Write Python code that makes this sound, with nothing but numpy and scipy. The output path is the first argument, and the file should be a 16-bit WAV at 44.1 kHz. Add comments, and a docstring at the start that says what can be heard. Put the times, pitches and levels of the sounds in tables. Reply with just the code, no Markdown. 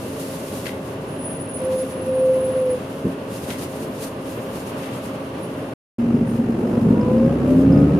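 """Inside a mid-size bus. Filtered noise makes the road rumble, passing cars and a rustling nylon jacket; sines make
the fan hum, the groaning brakes and their gliding squeals; struck modes make a wheel bump.
After a short silent break the bus pulls away: the clutch shudders a droning body, the diesel climbs as firing
orders over pulsing noise, drive-line tones flare through cabin resonances and a small metal fitting ticks."""
import sys
import numpy as np
from scipy import signal
from scipy.fft import rfft, irfft, next_fast_len
from scipy.io import wavfile
from scipy.ndimage import uniform_filter1d

SR = 44100
rng = np.random.default_rng(int(sys.argv[2]) if len(sys.argv) > 2 else 0)


def generate_wav(signal):
    """Clip the signal to [-1, 1] and save it as 16-bit WAV at the path in sys.argv[1]."""
    frames = np.transpose(np.atleast_2d(signal))
    scaled = np.clip(frames, -1, 1) * 32767
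    pcm = np.round(scaled).astype(np.int16)
    wavfile.write(sys.argv[1], SR, pcm)


N = 352359
T = np.arange(N) / SR   # time [s]

# silent break: (start [s], end [s])
BREAK_S = (5.738, 5.983)
# colour of sliding nylon: (frequency [Hz], relative level per Hz [dB])
NYLON = [(200, -29), (900, -18.5), (2000, -4), (4000, -3.5), (7000, -4), (10300, -1), (12500, -4.5),
         (15000, -13.5)]
# jolts as the clutch takes up: (time [s], relative strength [dB])
SHUDDERS = [(6.098, -21), (6.142, -19), (6.212, -37), (6.394, -13.5), (6.497, -13), (6.55, -21),
            (6.64, -14.5), (6.735, -19), (6.777, -12), (6.821, -18.5), (6.86, -13), (6.909, -12.5),
            (6.934, -15), (6.971, -11.5), (7.04, -24.5), (7.079, -10.5), (7.11, -9.5), (7.18, -15)]
IDLE_HZ, THROTTLE_S = 47.5, 6.65   # firing rate at idle, and when the throttle opens


def from_db(db):
    """Decibels to gain."""
    return 10 ** (np.asarray(db) / 20)


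def rms_one(x):
    """Scale to unit power."""
    return x / np.sqrt(np.mean(x ** 2) + 1e-20)


def in_time(rows):
    """Each column of a breakpoint curve at every sample."""
    s, *columns = np.transpose(rows)
    return [np.interp(T, s, column) for column in columns]


def gain_at(points, hz):
    """Gain of a spectrum table, interpolated on a log-frequency axis."""
    at, db = np.transpose(points)
    return from_db(np.interp(np.log(hz + 1), np.log(at), db))


def drift(rate_hz):
    """Random wander of rms 1: noise through a two-pole low-pass, made at every 40th sample."""
    pole = np.exp(-80 * np.pi * rate_hz / SR)
    noise = rng.standard_normal(N // 40 + 2002)
    slow = signal.lfilter([1], [1, -2 * pole, pole * pole], noise)[2000:]   # drop the settling time
    return np.interp(np.arange(N) / 40, np.arange(len(slow)), rms_one(slow))


def held(start, length, attack_s, release_s):
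    """Envelope that swells exponentially up to its start, holds at 1, then dies away exponentially."""
    before = (start - T) / attack_s
    after = (T - start - length) / release_s
    return np.exp(-np.maximum(0, np.maximum(before, after)))


def tone(hz):
    """A sine of rms 1 that follows a pitch curve from a random phase."""
    cycles = np.cumsum(hz) / SR + rng.random()
    return np.sqrt(2) * np.sin(2 * np.pi * cycles)


def cabin_noise(spectrum):
    """Coloured stereo noise, mostly alike in the bass and diffuse in the treble; the mid has rms 1."""
    # stereo width: (frequency [Hz], side relative to mid [dB])
    width = [(60, -15), (130, -38.5), (250, -18.5), (400, -17), (700, -5), (1200, -0.5), (2400, -0.5),
             (8000, -1.5), (15000, -3.5)]
    size = next_fast_len(N)
    hz = np.arange(size // 2 + 1) * SR / size
    coloured = rfft(rng.standard_normal((2, size))) * gain_at(spectrum, hz)
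    mid = irfft(coloured[0], size)[:N]
    side = irfft(coloured[1] * gain_at(width, hz), size)[:N]
    return np.array([mid + side, mid - side]) / np.std(mid)


def resonate(x, hz, width_hz):
    """Noise through one resonance, at unit power."""
    return rms_one(signal.lfilter(*signal.iirpeak(hz, hz / width_hz, fs=SR), x))


def strike(events, hz, t60):
    """Each (time [s], level [dB]) event sets one mode ringing; it falls 60 dB in t60 seconds."""
    clicks = np.zeros(N) + 1e-18
    for s, db in events:
        clicks[int(s * SR)] = from_db(db)
    pole = from_db(-60 / (t60 * SR))
    angle = 2 * np.pi * hz / SR
    return signal.lfilter([0, np.sin(angle)], [1, -2 * pole * np.cos(angle), pole * pole], clicks)


def echoes(x, count=14, last_s=0.056):
    """Early reflections off windows and seats, different at each ear; their gains keep the power."""
    out = np.zeros((2, N))
    for ear in out:
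        delays = rng.uniform(0, last_s, count)
        gains = np.exp(-2 * delays / last_s) * rng.choice([-1, 1], count)
        gains = gains / np.linalg.norm(gains)
        for lag, gain in zip((delays * SR).astype(int), gains):
            ear[lag:] += gain * x[:N - lag]
    return out


def road(level_db=-30, uneven_db=0.8):
    """Tyres rumble through the floor; oncoming cars behind the glass swell and fade with distance."""
    # rolling noise in the cabin: (frequency [Hz], relative level per Hz [dB])
    rolling_colour = [(20, -35.5), (40, -20), (62, -17.5), (85, -4.5), (125, -1), (230, -0.5), (330, -3),
                      (450, -1.5), (505, -7.5), (605, -3), (660, -7), (705, -13), (780, -12.5),
                      (1170, -15.5), (1290, -21.5), (1460, -20), (1650, -22.5), (2300, -27.5), (2800, -25),
                      (3600, -33), (7000, -43.5), (10500, -39.5), (15000, -56)]
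    # oncoming cars: (time [s], level [dB], passing time [s])
    cars = [(1.15, -73, 0.16), (2.55, -47.5, 0.34), (4.9, -42, 0.43)]
    # their tyres through the glass: (frequency [Hz], relative level per Hz [dB])
    tyre_colour = [(300, -34), (800, -3.5), (1150, -2), (1700, -16), (2800, -12.5), (5000, -27),
                   (12000, -47.5)]
    rumble = from_db(level_db + uneven_db * drift(11.0)) * cabin_noise(rolling_colour)
    passing = sum(from_db(db) / (1 + ((T - s) / span) ** 2) for s, db, span in cars)
    return rumble + passing * cabin_noise(tyre_colour)


def fan(waver=0.00278, flutter_db=0.5):
    """Steady blade tones of the ventilation fan that waver a little in pitch and level."""
    # blade tones: (frequency [Hz], level [dB])
    blade_tones = [(269.2, -38), (534, -39.5), (2713, -62)]
    hum = 0
    for hz, db in blade_tones:
        level = from_db(db + flutter_db * drift(0.53))
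        hum = hum + level * tone(hz * (1 + waver * drift(5.34)))
    return hum


def jacket(grain_db=0.5, catch_db=1.5):
    """Nylon slides in countless tiny slips, heard as noise; each stroke speeds up and slows again."""
    # strokes of the cloth: (start [s], length [s], relative level [dB])
    slides = [(0.0, 0.26, -46), (0.2, 0.49, -43), (0.745, 0.17, -50.5), (1.02, 0.38, -56),
              (1.58, 0.08, -52.5), (1.75, .03, -45), (1.8, 0.11, -47.5), (2.046, 0.023, -53),
              (2.27, 0.86, -54), (2.915, .015, -51), (3.355, 0.089, -44.5), (3.497, 0.031, -41),
              (3.595, 0.043, -41.5), (3.695, 0.079, -46.5), (3.807, 0.019, -44.5), (3.95, .07, -47.5),
              (4.032, 0.01, -40.5), (4.244, 0.22, -51), (4.28, .04, -45), (4.555, 0.048, -44),
              (4.675, .025, -47), (4.81, 0.16, -48), (5.043, 0.046, -48), (5.14, 0.14, -55),
              (5.4, 0.28, -56), (6.292, 0.073, -53), (6.6, 0.26, -55), (7.484, 0.12, -51.5)]
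    attack_s, release_s = 0.058, 0.053
    arch_db = -1   # tilt of the level along a stroke; negative is softer in the middle
    motion = from_db(-59)   # the cloth is never quite still
    for s, length, db in slides:
        arch = np.sin(np.pi * np.clip((T - s) / length, 0, 1)) - .75
        stroke = from_db(db + arch_db * arch) * held(s, length, attack_s, release_s)
        motion = np.maximum(motion, stroke)
    texture = from_db(grain_db * drift(250) + catch_db * drift(13))
    return motion * texture * cabin_noise(NYLON) * from_db([[.5], [-.5]])   # a touch to the left


def scuffs(crinkle_db=6.0, rise_s=0.0072, ring_s=0.049, echo_db=-7.5):
    """Firmer, duller scuffs of the cloth crinkle, ring a little and echo round the cabin."""
    # scuffs: (time [s], relative level [dB], decay [s])
    presses = [(0.666, -34, 0.015), (3.505, -39.5, 0.025), (4.834, -44, 0.026), (4.93, -48.5, 0.019)]
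    # their colour: (frequency [Hz], relative level per Hz [dB])
    scuff_colour = [(700, -24), (1200, -2), (1450, 3.5), (1700, 3), (2050, -0.5), (2600, -0.5),
                    (3400, -3.5), (4500, -8.5), (14000, -19.5)]
    # what the cloth rubs against: (frequency [Hz], width [Hz], relative level [dB])
    rings = [(2060, 190, -3.5), (3260, 130, -11.5), (3780, 250, -12)]
    press = sum(from_db(db) * held(s, 0, rise_s, decay) for s, db, decay in presses)
    tail = sum(from_db(db) * held(s, 0, rise_s, ring_s) for s, db, _ in presses)
    rub = from_db(crinkle_db * drift(300)) * cabin_noise(scuff_colour)
    ringing = sum(from_db(db) * resonate(rub, hz, width) for hz, width, db in rings)
    scuff = press * rub + tail * ringing
    return (scuff + from_db(echo_db) * echoes(scuff[0])) * from_db([[2.2], [-2.2]])   # to the left


def groan(flutter_db=0.4):
    """The pads groan at a low mode; returns the bare vibration and its envelope."""
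    # groans: (start [s], length [s], relative level [dB], level change as the pads bite [dB])
    groans = [(1.64, 0.2, -23.5, 3.5), (1.916, 0.11, -32, -1), (2.092, 0.41, -21, 6),
              (2.56, 0.18, -19.5, 0)]
    groan_hz, attack_s, release_s = 519.6, 0.039, 0.022
    bite_share, bite_width_share = 0.46, 0.17   # place and spread of the bite, as shares of a groan
    ease_off_s, sag_hz_per_s = 2.58, 88   # the pitch sags as the pedal comes up
    hz = groan_hz - sag_hz_per_s * np.clip(T - ease_off_s, 0, 1)
    envelope = 0
    for start, length, db, swell_db in groans:
        bite = np.exp(-.5 * (((T - start) / length - bite_share) / bite_width_share) ** 2)
        swell = from_db(db + swell_db * bite) * held(start, length, attack_s, release_s)
        envelope = np.maximum(envelope, swell)
    return tone(hz * (1 + .00074 * drift(25))), envelope * from_db(flutter_db * drift(15))


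def brakes(jitter=.0026, coupling=.25, direct=.85, reflected=.7):
    """The groan also shakes the high squeal into side tones; further disc modes ring along."""
    # two squeals, the second higher, each a curve of (time [s], pitch [Hz], relative level [dB])
    squeals = [
        [(1.07, 9862, -65), (1.076, 9965, -55), (1.2, 9880, -47), (1.304, 9729, -34), (1.38, 9860, -41),
         (1.494, 9958, -43), (1.565, 9864, -34), (1.658, 9977, -39), (1.676, 10062, -51), (1.814, 9983, -40),
         (1.84, 10072, -56)],
        [(1.86, 10210, -51), (2.05, 10120, -47), (2.15, 10290, -49), (2.33, 10130, -52), (2.41, 10007, -43),
         (2.48, 10163, -54), (2.488, 10179, -49), (2.67, 10134, -49), (2.714, 9864, -42), (2.77, 9915, -57)],
    ]
    # disc modes that join in: (start [s], length [s], pitch [Hz], relative level [dB])
    disc_rings = [(1.88, .09, 10595, -50), (2.13, .14, 9130, -54), (2.28, .36, 9165, -60),
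                  (2.2, .5, 13950, -71)]
    trim_db, squeal_flutter_db, disc_flutter_db = 1.5, 4.5, 2.4
    edge_s = .012   # rise and fall of the high tones
    shake, envelope = groan()
    depth = coupling * (envelope / envelope.max()) ** .25
    high = 0
    for squeal in squeals:
        hz, db = in_time(squeal)
        start, end = squeal[0][0], squeal[-1][0]
        level = from_db(db + trim_db + squeal_flutter_db * drift(25))
        level = level * held(start, end - start, edge_s, edge_s)
        high = high + level * tone(hz * (1 + jitter * drift(65)))
    high = high * (1 + depth * shake)
    for start, length, hz, db in disc_rings:
        level = from_db(db + disc_flutter_db * drift(8)) * held(start, length, edge_s, edge_s)
        high = high + level * tone(hz * (1 + jitter * drift(20.5)))
    low = envelope * shake * from_db([[-.2], [.2]])
    # the gliding squeal beats against its own reflections and flutters differently at each ear
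    return low + direct * high + reflected * echoes(high)


def bumps(low_hz=90, soft_hz=560):
    """A jolt, softened by the tyres, shakes the body panels, which radiate little deep bass."""
    # wheels over a bump: (time [s], relative strength [dB])
    jolts = [(3.044, -24), (3.0515, -16.5), (3.0665, -19), (3.084, -27.5)]
    # body panel modes: (frequency [Hz], relative level [dB], t60 [s])
    panels = [(100, -11, 0.05), (151, 1, 0.048), (190, 13.5, 0.024), (273, -8, 0.23), (320, 1.5, 0.033),
              (457, 3, 0.032)]
    thump = 0
    for k, (hz, db, t60) in enumerate(panels):
        thump = thump + from_db(db) * strike(jolts, hz, t60) * (-1) ** k   # alternate polarity
    return signal.sosfilt(signal.butter(2, [low_hz, soft_hz], "band", fs=SR, output="sos"), thump)


def zips(edge_s=0.015, width_hz=330):
    """The ribs of the weave rub at a fairly even rate and give a short pitched hiss."""
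    # quick slides: (start [s], length [s], pitch [Hz], level [dB])
    hisses = [(3.87, .06, 13150, -58), (4.32, .07, 13250, -55), (4.43, .16, 13700, -60),
              (5.43, .025, 10500, -45), (6.28, .03, 9450, -50)]
    rub = cabin_noise(NYLON)
    out = 0
    for s, length, hz, db in hisses:
        out = out + from_db(db) * held(s, length, edge_s, edge_s) * resonate(rub, hz, width_hz)
    return out


def shudders(attack_s=0.0049, release_s=0.012):
    """Strength of the uneven jolts from the clutch, each a quick rise and decay."""
    return sum(from_db(db) * held(s, 0, attack_s, release_s) for s, db in SHUDDERS)


def body_drone(shudder, waver=0.0048):
    """Panels drone and throb at low revs, leap and waver in pitch with each shudder, sink slowly in pitch and
    fade on moving off."""
    # drones: (pitch [Hz], relative level [dB], fade [dB/s], share of each shudder [0-1])
    drones = [(124.5, -30, 14, 0.17), (236.4, -19, 18.5, 0.81)]
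    shudder_db = 0.5   # how strongly a shudder shakes the drone
    sag_per_s = 0.0356   # share by which the pitch falls as the load comes on
    pulse_hz, pulse_depth, pulse_grows_s = 16.3, 0.59, 0.19   # the throb deepens as the clutch bites
    since_s = np.maximum(T - BREAK_S[1], 0)
    unsteady = waver + .06 * shudder / shudder.max()
    depth = pulse_depth * np.minimum(since_s / pulse_grows_s, 1)
    pulse = 1 + depth * np.cos(2 * np.pi * pulse_hz * (T - SHUDDERS[0][0]))
    out = 0
    for hz, db, fade, share in drones:
        level = pulse * from_db(db - fade * since_s) + share * from_db(shudder_db) * shudder
        out = out + level * tone(hz * (1 - sag_per_s * since_s + unsteady * drift(16.0)))
    return out


def firing_rate(unsteady=0.0028, climb_hz_per_s=29, eases_s=2.3):
    """Firings per second: idle, then a climb from the open throttle that eases off."""
    climb = 1 - np.exp(-np.maximum(T - THROTTLE_S, 0) / eases_s)
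    return (IDLE_HZ + climb_hz_per_s * eases_s * climb) * (1 + unsteady * drift(28))


def engine(firing_hz, shudder, throb_db=4.0):
    """Orders and clatter grow with revs, boom and growl with load and shudders; firings pulse the noise."""
    # engine orders and a belt-driven pump: (multiple of the firing rate, relative level [dB])
    order_levels = [(1, -0.5), (1.5, -3.5), (2, 3.5), (2.37, -2.5), (2.57, -5), (3, -7), (4, -6),
                    (6.18, -9)]
    # rumble under load: (time [s], relative boom level [dB], relative growl level [dB])
    load = [(6.02, -31, -31), (6.066, -29, -32), (6.154, -24.5, -30), (6.236, -25, -30), (6.278, -31, -33),
            (6.48, -28, -31), (6.568, -22, -28), (6.72, -23, -25.5), (6.88, -25.5, -27),
            (7.132, -25, -26.5), (7.88, -23.5, -24.5)]
    # colours of the three noises: (frequency [Hz], relative level per Hz [dB])
    boom_colour = [(20, -58), (50, -38), (75, -6), (105, 1.5), (130, 6), (165, 9.5), (200, 8.5), (240, 5),
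                   (290, 4.5), (350, -13), (700, -49), (2000, -92)]
    growl_colour = [(40, -46), (150, -15), (260, 6), (330, 4), (430, 2.5), (560, -4.5), (640, -8),
                    (760, -14.5), (1500, -28.5), (5000, -81)]
    clatter_colour = [(40, -24), (300, -5.5), (650, 6), (1000, 1), (1400, -3), (2200, -9), (2800, -9),
                      (3600, -18), (7000, -26), (10500, -26.5), (13000, -34), (15000, -45)]
    orders_idle_db, orders_db_per_octave = -47, 30.5
    clatter_idle_db, clatter_db_per_octave = -40, 3.5
    boom_trim_db, boom_db_per_octave, growl_trim_db = 1, 5, 2.5
    shudder_boom_db, shudder_growl_db = -9.5, -11.5   # how strongly a shudder shakes each layer
    octaves = np.log2(firing_hz / IDLE_HZ)

    orders = sum(from_db(db + 1.5 * drift(7)) * tone(k * firing_hz) for k, db in order_levels)
    orders = from_db(orders_idle_db + orders_db_per_octave * octaves) * orders

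    boom_db, growl_db = in_time(load)
    boom_db = boom_db + boom_trim_db + boom_db_per_octave * octaves + throb_db * drift(2.7)
    boom_level = np.hypot(from_db(boom_db), from_db(shudder_boom_db) * shudder)   # powers add
    growl_level = np.hypot(from_db(growl_db + growl_trim_db), from_db(shudder_growl_db) * shudder)
    clatter_level = from_db(clatter_idle_db + clatter_db_per_octave * octaves)
    boom = boom_level * cabin_noise(boom_colour)
    growl = growl_level * cabin_noise(growl_colour)
    clatter = clatter_level * cabin_noise(clatter_colour)
    pulse = rms_one(1 + .18 * tone(firing_hz))
    return orders + (boom + growl + clatter) * pulse


def drive_whine(firing_hz, throb_db=1.6, jitter=.007, ear_db=.8):
    """Shaft and gear tones rise roughly with the engine; cabin resonances they cross flare and ring on."""
    # shaft, gear meshes and overtones: (multiple of the firing rate, relative level [dB])
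    drive_orders = [(3.79, 0), (7.28, -7), (8.56, 0), (17.05, 0), (19.5, -4), (25.3, -4)]
    # cabin resonances: (frequency [Hz], width of each of two passes [Hz], relative level [dB])
    resonances = [(214, 14, -20), (232, 19, -13), (265.3, 36, -13.5), (522, 48, -20.5), (572, 22, -27),
                  (865, 30, -47), (985, 76, -36), (1125, 40, -44), (1255, 56, -43), (1400, 56, -45)]
    coast_db, load_s = -4, 0.23   # the gears are quieter until the throttle loads them
    drive = 0
    for order, order_db in drive_orders:
        balance_db = ear_db * drift(12) * np.array([[1], [-1]])   # wanders between the ears
        level_db = order_db + throb_db * drift(30) + balance_db
        drive = drive + from_db(level_db) * tone(order * firing_hz * (1 + jitter * drift(49.3)))
    drive = drive * from_db(coast_db * np.clip((THROTTLE_S - T) / load_s + 1, 0, 1))
    out = 0
    for hz, width, db in resonances:
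        peak = signal.iirpeak(hz, hz / width, fs=SR)
        out = out + from_db(db) * signal.lfilter(*peak, signal.lfilter(*peak, drive))
    return out


def fitting(per_s=6, chatter_db=-63):
    """A small metal part chatters faintly at random and now and then ticks, with two close modes."""
    # louder ticks: (time [s], relative level [dB])
    ticks = [(6.181, -57), (6.521, -56), (6.671, -57), (6.751, -53), (7.012, -44), (7.184, -52),
             (7.245, -55), (7.447, -56), (7.725, -43), (7.776, -45), (7.819, -54)]
    chance = rng.random((int(per_s * N / SR), 2))
    chatter = [(u * (N - 1) / SR, chatter_db + 8 * v) for u, v in chance]
    touches = chatter + ticks
    ringing = strike(touches, 5090, 0.042) + strike(touches, 5020, 0.028)
    return 0.81 * ringing + 0.58 * echoes(ringing)


def scene():
    """Rolling and braking, a silent break, then pulling away; fan and cloth are heard on both sides."""
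    rolling = (road() + brakes()) * (T < BREAK_S[0])
    firing_hz, shudder = firing_rate(), shudders()
    fade_in = np.clip((T - BREAK_S[1]) / 0.0095, 0, 1) ** .5   # the sound returns within 9.5 ms
    pulling = body_drone(shudder) + engine(firing_hz, shudder) + drive_whine(firing_hz) + fitting()
    outside_break = (T < BREAK_S[0] - .001) | (T > BREAK_S[1] + .001)
    heard = uniform_filter1d(1. * outside_break, size=88)   # 2 ms edges
    cloth = jacket() + scuffs() + zips()
    return (rolling + pulling * fade_in + bumps() + fan() + cloth) * heard


def record(dry):
    """The microphone has a narrow notch in the treble; a steep low-pass cuts the top."""
    notched = signal.lfilter(*signal.iirnotch(7860, 28, fs=SR), dry)
    cutoff_hz = 15400
    return signal.sosfilt(signal.ellip(10, .1, 90, cutoff_hz, fs=SR, output="sos"), notched)


dry = scene()
out = record(dry)
generate_wav(out)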